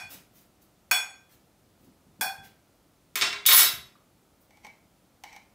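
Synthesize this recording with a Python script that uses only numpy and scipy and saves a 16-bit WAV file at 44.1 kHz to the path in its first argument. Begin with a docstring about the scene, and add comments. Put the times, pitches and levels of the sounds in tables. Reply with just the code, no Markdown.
"""A live kitchen, heard almost in mono from a few steps away: a steel serving spoon knocks food off
onto a large ceramic platter, then is dropped on a stone counter, where it rattles to rest.
A smaller spoon scoops sauce in a hand-held bowl. Soft food rustles and bumps lie between the blows.
Struck things are damped modes plus a crack of coloured noise; food and scraping are streams of uneven
grains. Everything but the room air passes through a diffuse kitchen reverberation."""
import sys
import numpy as np
from scipy import signal
from scipy.fft import rfft, irfft, next_fast_len
from scipy.io import wavfile
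from scipy.ndimage import uniform_filter1d, minimum_filter1d

SR = 44100
rng = np.random.default_rng(int(sys.argv[2]) if len(sys.argv) > 2 else 0)


def wrap_up_sound(samples):
    """Save the sound to the file named by the first command line argument, as 16-bit audio."""
    columns = np.atleast_2d(samples).T
    # keep every value between -1 and 1, then stretch to whole-number steps
    tamed = np.clip(columns, -1, 1)
    steps = np.round(tamed * 32767).astype(np.int16)
    wavfile.write(sys.argv[1], SR, steps)


N = 244679

# Ringing modes of the ceramic platter. Each row: frequency in Hz, undamped t60 in seconds,
# relative level in dB when struck on the rim, the same in dB when struck in the well.
PLATTER_MODES = [(781, .14, -13, 0), (860, .05, -14, -7), (1020, .05, -14, -14), (1569, .24, -4, -3),
                 (1590, .16, -9, -14), (1616, .18, -14, -4), (2402, .12, -3, -15), (2458, .15, 3, -5),
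                 (2982, .07, -11, -24), (3391, .3, 1, -5), (4413, .18, -4, -10), (5521, .22, -4, -8),
                 (6709, .18, -4, -27), (7981, .2, -4, -23), (8645, .2, -18, -10), (9304, .16, -7, -17),
                 (10260, .1, -16, -18), (10705, .16, -10, -16), (11810, .08, -15, -11),
                 (12190, .14, -15, -19), (13770, .1, -15, -24), (14840, .05, -5, -6)]
# Contact crack on the platter. Each row: frequency in Hz, spectrum in dB per Hz.
PLATTER_CRACK = [(40, -50.5), (150, -28), (420, -23), (700, 18), (1050, -3), (1300, -7.5), (1750, 7),
                 (2800, -12.5), (3900, -1.5), (4800, 6), (7000, 0.5), (13000, 6), (15500, 2.5)]
# Spoon blows on the platter. Each row: start in seconds, ring level in dB, crack level in dB,
# place from 0 (rim) to 1 (well), contact cut-off in Hz.
PLATTER_BLOWS = [(-.14, -35, -27.5, 0, 10500), (.9120, -32, -30.5, 0.078, 16000),
                 (2.2106, -35, -33, 1, 19400)]
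PLATTER_THUD_HZ, PLATTER_THUD_DB = 240, -27  # the board under the platter, level against the crack

# Bending modes of the serving spoon's handle. Each row: frequency in Hz, t60 in seconds, relative level in dB.
HANDLE_MODES = [(410, .15, -8), (740, .05, -13), (1058, .1, -4), (1400, .08, -9), (1665, .1, -6),
                (2100, .06, -4), (2270, .06, -1), (2490, .08, -5), (2740, .1, -4), (3105, .1, -6),
                (3490, .08, 0), (3812, .08, 2), (3968, .08, -5), (4400, .08, -3), (4830, .1, -6),
                (5325, .13, -3), (5620, .12, -9), (6260, .08, -7), (6525, .13, -8), (7305, .16, -8),
                (7742, .15, -4), (8147, .13, -7), (8560, .13, -6)]
# Shell modes of the spoon's cup. Each row: frequency in Hz, undamped t60 in seconds, relative level in dB.
CUP_MODES = [(10247, .07, -3), (10465, .07, -9), (11310, .07, -15), (11828, .1, -2), (13910, .04, 0),
             (14050, .04, -10), (14712, .05, -8), (14834, .05, -6)]
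# Contact crack of steel on stone. Each row: frequency in Hz, spectrum in dB per Hz.
STONE_CRACK = [(150, -30), (340, -22), (600, -4.5), (1100, 3.5), (1600, 0.5), (2600, 3), (3800, 8.5),
               (5000, 5.5), (8000, 3), (10000, -3.5), (15000, -8.5)]
# Landings of the dropped spoon. Each row: start in seconds, clack level in dB, cup ring level in dB,
# most excited frequency in Hz, lower edge of the sound in Hz, contact cut-off in Hz.
SPOON_LANDINGS = [(3.1560, -33.5, -39, 2303, 450, 13100), (3.171, -36.5, -48.5, 2259, 1000, 5040),
                  (3.2123, -30, -53.5, 5316, 400, 5530), (3.2215, -26.5, -56.5, 2564, 385, 5005),
                  (3.455, -37.5, -66.5, 3740, 501.6, 3475), (3.4627, -21.5, -19, 3974, 3305, 17570),
                  (3.4855, -23.5, -34.5, 2452, 403.7, 9760), (3.507, -29, -30, 1093, 400, 4000),
                  (3.5135, -19.5, -28.5, 4456, 500, 9015), (3.5215, -28, -25.5, 1196, 505, 12040),
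                  (3.5570, -23.5, -15.5, 7735, 1200, 16080)]
# Rocking from side to side after a landing. Each row: start in seconds, length in seconds,
# first gap in seconds, first clack level in dB, first cup ring level in dB,
# centre of the most excited frequency in Hz, contact cut-off in Hz.
SPOON_ROCKS = [(3.27, .075, .031, -36.5, -64, 1900, 3188), (3.5305, .128, .0145, -29, -19.5, 4613, 11350)]
HANDLE_BODY_DB, HANDLE_BODY_HZ = 5.5, 900  # the whole handle bends and lifts the modes below this
COUNTER_THUD_HZ, COUNTER_THUD_DB = 136, -30.5  # the counter under the spoon, level against the clack
ROCK_GAP_KEPT = 0.99  # share of the gap kept from swing to swing, before the unevenness
ROCK_FADE_DB_PER_S, CUP_FADE_DB_PER_S = 56.5, 115
ROCK_FOCUS_OCTAVES, ROCK_EDGE_HZ = 0.33, 640  # scatter of the most excited pitch, lower edge of the sound

# Sauce bowl, damped by hand and sauce. Each row: frequency in Hz, t60 in seconds, relative level in dB.
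BOWL_MODES = [(721, .03, -9), (904, .04, -6), (1065, .05, -11), (2150, .04, -4), (2270, .08, 4),
              (2410, .03, -6), (3080, .03, -15), (4020, .04, -12), (4500, .02, -16), (5600, .03, -13),
              (5960, .04, -12), (8055, .03, -18)]
# Contact crack in the bowl. Each row: frequency in Hz, spectrum in dB per Hz.
BOWL_CRACK = [(60, -11), (420, -11.5), (780, 19), (1450, -5.5), (2400, 10.5), (3200, 1.5), (5800, -0.5),
              (9000, -9), (15000, -9.5)]
# Small spoon tapping the bowl. Each row: start in seconds, ring level in dB, crack level in dB.
BOWL_TAPS = [(4.507, -70.5, -70), (4.572, -79, -69.5), (4.648, -53, -58), (4.6670, -70, -59.5),
             (5.2376, -55, -50.5), (5.3290, -58.5, -62), (5.3635, -60.5, -57.5)]
# Scoops along the bowl's wall. Each row: start in seconds, length until release in seconds, level in dB.
SCOOPS = [(4.513, 0.122, -69), (4.628, 0.028, -53), (4.67, 0.029, -65), (5.253, 0.11, -54.5)]
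SCOOP_ATTACK_S, SCOOP_RELEASE_S = 0.013, 0.013

# Moist food sliding and dropping. Each row: peak of the swell in seconds, rise in seconds (the fall is
# as long), level in dB, treble tilt in dB per octave.
RUSTLES = [(0.122, 0.059, -46, -2.5), (0.38, 0.11, -59, -1.5), (0.621, 0.016, -65, 1.5),
           (1.319, 0.06, -62.5, -3), (1.83, 0.1, -68, -3.5), (2.449, 0.052, -57, -4.5),
           (4.415, 0.031, -67, 6)]
# Spectrum of the food before the tilt. Each row: frequency in Hz, spectrum in dB per Hz.
FOOD_COLOUR = [(40, -36.5), (200, 0.5), (800, -8), (2500, -2.5), (5000, -2), (9000, -1.5), (15000, 6)]
# Dishes and hands on the board and counter. Each row: start in seconds, frequency in Hz, level in dB.
BUMPS = [(0.03, 124, -58.5), (0.148, 160, -59), (1.80, 243, -62), (1.87, 260, -60), (2.066, 195, -63),
         (2.189, 199, -55), (2.384, 138, -55.5), (3.735, 119, -52.5), (3.954, 1190, -67)]

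# Air of the room at the microphone. Each row: frequency in Hz, spectrum in dB per Hz.
AIR_COLOUR = [(15, -49.5), (25, -18.5), (48, -1.5), (107, -2.5), (144, -2.5), (188, -1), (260, -5),
              (297, -2.5), (433, -9.5), (631, -8.5), (1110, -16), (1340, -14), (1620, -20.5), (1750, -20),
              (15500, -26.5)]
AIR_DB = -63.5
# Kitchen reverberation. Each row: band centre in Hz, t60 in seconds.
ROOM_T60 = [(125, .55), (500, .45), (1500, .43), (4000, .38), (8000, .325), (15000, .24)]
TOP_HZ = 15600
BASS_LAG_S = .018  # delay of the averaged loudness that thins the bass
TAIL = 32768  # samples in each struck sound
AGE = np.arange(TAIL) / SR  # seconds since its start


def platter(damping=9, choked_db=-6, free_db=-1, food_damping=0.92):
    """The spoon cracks against the platter; the place of the blow sets the balance of the ringing modes."""
    out = np.zeros(N)
    _, _, rim_db, well_db = np.transpose(PLATTER_MODES)
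    for s, ring_db, crack_db, place, cut_hz in PLATTER_BLOWS:
        path = kitchen(direct_db=-12, early_db=-6.0)
        # part of each mode dies at once under the touching spoon, the rest rings freely
        free = ringing(PLATTER_MODES, kitchen(), food_damping)
        choked = ringing(PLATTER_MODES, path, damping)
        rows = undb(free_db) * free + undb(choked_db) * choked
        mode_db = rim_db + np.clip(place, 0, 1) * (well_db - rim_db)
        ring = undb(mode_db) @ rows
        crack = unit(colour(path, PLATTER_CRACK, cut_hz))
        add(out, s, radiate(undb(ring_db) * ring + undb(crack_db) * crack, edge_hz=770))
        add(out, s, undb(crack_db + PLATTER_THUD_DB) * thud(PLATTER_THUD_HZ))
    return out


def dropped_spoon(focus_db=9, focus_octaves=0.33, crack_db=-1, cup_damping=1.25, choked_damping=25, choked_db=-10):
    """The handle bends and clacks on the stone; each blow also rings the cup's high shell modes by its own amount."""
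    out, path = np.zeros(N), kitchen(direct_db=-10, early_db=-3, early_t60=.035)
    handle, counter = ringing(HANDLE_MODES, path), thud(COUNTER_THUD_HZ)
    # the stone chokes part of the cup's ring at once
    free_cup = ringing(CUP_MODES, path, cup_damping)
    cup = free_cup + undb(choked_db) * ringing(CUP_MODES, path, choked_damping)
    handle_hz = np.array(HANDLE_MODES)[:, :1]
    body_db = HANDLE_BODY_DB / (1 + (handle_hz / HANDLE_BODY_HZ) ** 4)
    for s, clack_db, cup_db, focus_hz, edge_hz, cut_hz in SPOON_LANDINGS + rocking():
        # the point that touches the stone favours the modes that swing most there
        octaves_off = np.log2(handle_hz / focus_hz)
        favour = undb(body_db + focus_db * np.exp(-(octaves_off / focus_octaves) ** 2))
        softness = np.sqrt(1 + (handle_hz / cut_hz) ** 4)
        bending = unit(blow(HANDLE_MODES, favour * handle / softness))
        crack = unit(colour(path, STONE_CRACK, cut_hz))
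        clack = unit(bending + undb(crack_db) * crack)
        sound = undb(clack_db) * clack + undb(cup_db) * unit(blow(CUP_MODES, cup))
        push = undb(clack_db + COUNTER_THUD_DB) * counter
        # the spoon rocks, so blows come from either side: random polarity
        add(out, s, rng.choice([-1, 1]) * (radiate(sound, edge_hz, order=2) + push))
    return out


def rocking(count=16, uneven=.12, scatter_db=3.0):
    """Blows of the rocking spoon: on average ever quicker and weaker, each on a slightly different point."""
    blows = []
    for start, length, gap, clack_db, cup_db, focus_hz, cut_hz in SPOON_ROCKS:
        age = 0
        for swing, (late, force, point) in enumerate(rng.standard_normal((count, 3))):
            if age < length:
                swing_clack_db = clack_db - ROCK_FADE_DB_PER_S * age + scatter_db * force
                swing_cup_db = cup_db - CUP_FADE_DB_PER_S * age
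                swing_focus_hz = focus_hz * 2 ** (ROCK_FOCUS_OCTAVES * point)
                blows.append((start + age, swing_clack_db, swing_cup_db, swing_focus_hz, ROCK_EDGE_HZ, cut_hz))
            age += gap * ROCK_GAP_KEPT ** swing * (1 + uneven * late)
    return blows


def sauce_bowl(grit_db=-3):
    """A small spoon taps the bowl and drags along its wall in tiny slips that set its damped modes ringing."""
    out, path = np.zeros(N), kitchen(direct_db=-4.5, early_db=3, early_t60=0.028)
    rows, crack = ringing(BOWL_MODES, path), unit(colour(path, BOWL_CRACK))
    for s, ring_db, crack_db in BOWL_TAPS:
        add(out, s, undb(ring_db) * unit(blow(BOWL_MODES, rows)) + undb(crack_db) * crack)
    slips = grains(N, spread_db=3.5) * scoop_pressure()
    wall = unit(blow(BOWL_MODES, rows)) + undb(grit_db) * crack
    return out + signal.fftconvolve(slips, wall / np.linalg.norm(wall))[:N]


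def scoop_pressure():
    """In each scoop the spoon presses on, holds and lets go."""
    t = np.arange(N) / SR
    pressure = np.zeros(N)
    for s, length, db in SCOOPS:
        press = np.clip((t - s) / SCOOP_ATTACK_S, 0, 1)
        release = np.exp(-np.maximum(t - s - length, 0) / SCOOP_RELEASE_S)
        pressure += undb(db) * press * release
    return pressure


def food():
    """Brief swells of moist crackle, made of uneven grains, as pieces slide."""
    out = np.zeros(N)
    for s, rise, db, tilt_db in RUSTLES:
        swell = np.sin(np.pi / 2 * np.minimum(AGE / rise, 2)) ** 2
        path = colour(kitchen(), FOOD_COLOUR, tilt_db=tilt_db)
        crackle = signal.fftconvolve(grains(TAIL, spread_db=4.5) * swell ** 2, path)[:TAIL]
        add(out, s - rise, undb(db) * unit(crackle))
    return out


def bumps():
    """Dishes and hands nudge the board and the counter, each a short soft thud."""
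    out = np.zeros(N)
    for s, hz, db in BUMPS:
        add(out, s, undb(db) * thud(hz))
    return out


def room_air(side_db=-19):
    """Low rumble of the house under a faint even hiss, slightly different left and right."""
    mid, side = (colour(rng.standard_normal(N), AIR_COLOUR) for _ in range(2))
    left_right = np.array([[1], [-1]])
    return undb(AIR_DB) * (mid + undb(side_db) * side * left_right) / np.std(mid)


def kitchen(direct_db=-10, early_db=-4, early_t60=0.052):
    """A path to the microphone: direct sound, near reflections off the counter, a tail that loses its treble."""
    hz = np.arange(TAIL // 2 + 1) * SR / TAIL
    noise = rfft(rng.standard_normal(TAIL))
    centres, t60s = np.transpose(ROOM_T60)
    tail = np.zeros(TAIL)
    # overlapping bands of one noise, each with its own decay
    for share, t60 in zip(np.eye(len(centres)), t60s):
        band = irfft(noise * on_log_axis(np.c_[centres, share], hz))
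        tail += band * undb(-60 * AGE / t60)
    sparks = rng.standard_normal(TAIL) * rng.exponential(size=TAIL)
    early = sparks * np.exp(-np.log(1000) * AGE / early_t60)
    direct = 1. * (AGE == 0)
    return unit(tail) + undb(early_db) * unit(early) + undb(direct_db) * unit(direct)


def ringing(modes, path, damping=1):
    """Each mode as a damped sine heard along a path through the room, one row a mode."""
    hz, t60 = np.array(modes).T[:2, :, None]
    sines = np.sin(2 * np.pi * hz * AGE) * np.exp(-np.log(1000) * damping * AGE / t60)
    return unit(signal.fftconvolve(sines, path[None], axes=1)[:, :TAIL])


def blow(modes, rows):
    """Every blow lands on a slightly different spot and shares its energy differently among the modes."""
    scatter_db = 3 * rng.standard_normal(len(modes))
    return undb(np.array(modes)[:, -1] + scatter_db) @ rows


def thud(hz, t60=0.019):
    """A soft push gives a few cycles that linger in the room."""
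    return radiate(ringing([(hz, t60)], kitchen())[0], hz / 2)


def grains(size, spread_db):
    """Dense tiny slips of very uneven strength."""
    x = rng.standard_normal(size) * undb(spread_db * np.minimum(rng.exponential(size=size), 2 * np.pi))
    return x / np.std(x)


def radiate(x, edge_hz, order=3):
    """Small objects hardly radiate below an edge frequency."""
    return signal.sosfilt(signal.butter(order, edge_hz, "high", fs=SR, output="sos"), x)


def colour(x, points, cut_hz=np.inf, tilt_db=0):
    """Causal minimum-phase filter from a spectrum, a contact low-pass and a treble tilt in dB per octave."""
    size = next_fast_len(len(x), True)
    size += size % 2
    hz = np.arange(size // 2 + 1) * SR / size
    spectrum_db = on_log_axis(points, hz) + tilt_db * np.log2(1 + hz / 10 ** 3)
    gain = undb(spectrum_db) / np.sqrt(1 + (hz / cut_hz) ** 4)
    # fold the cepstrum onto positive times, so nothing sounds early
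    cepstrum = irfft(np.log(gain))
    cepstrum[1:size // 2] *= 2
    cepstrum[size // 2 + 1:] = 0
    return irfft(rfft(x, size) * np.exp(rfft(cepstrum)))[:len(x)]


def on_log_axis(points, hz):
    """Read (Hz, value) points at the given frequencies."""
    f, value = np.transpose(points)
    return np.interp(np.log(hz + 1), np.log(f), value)


def undb(db):
    """Decibels to gain."""
    return 10 ** (np.asarray(db) / 20)


def unit(x):
    """Scale a short sound to the energy of a tenth of a second at rms 1."""
    return x / np.sqrt(np.sum(x ** 2, axis=-1, keepdims=True) * 10 / SR)


def add(out, s, sound):
    """Mix a sound in at time s; it may have begun before the start."""
    start = int(round(s * SR))
    lo, hi = max(start, 0), min(start + len(sound), N)
    out[lo:hi] += sound[lo - start:hi - start]


def thin_bass(x, threshold_db=-17.0, edge_hz=365, window_s=.055):
    """Thin out the sound below edge_hz while the averaged sound stays loud."""
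    power = uniform_filter1d(x[0] ** 2, int(window_s * SR)) / undb(threshold_db) ** 2
    loudness = np.interp(np.arange(N) - BASS_LAG_S * SR, np.arange(N), power)
    bass_kept = 1 / (1 + np.abs(loudness) ** 10)
    upper = signal.sosfiltfilt(signal.butter(10, edge_hz, "high", fs=SR, output="sos"), x)
    return upper + bass_kept * (x - upper)


def scene():
    """All the handling happens straight ahead of the microphone; only the room air has width."""
    return platter() + dropped_spoon() + sauce_bowl() + food() + bumps() + room_air()


def record(dry):
    """The crash of the spoon is thin in the bass, a fast limiter holds the loudest peaks, and the top is cut."""
    ceiling, hold = .63, int(.004 * SR)  # full scale is 1; hold in samples
    sound = thin_bass(dry)
    room_left = ceiling / np.maximum(np.abs(sound).max(axis=0), ceiling)
    gain = uniform_filter1d(minimum_filter1d(room_left, hold), hold)
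    top_cut = signal.ellip(10, .2, 80, TOP_HZ, fs=SR, output="sos")
    return signal.sosfilt(top_cut, sound * gain)


dry = scene()
out = record(dry)
wrap_up_sound(out)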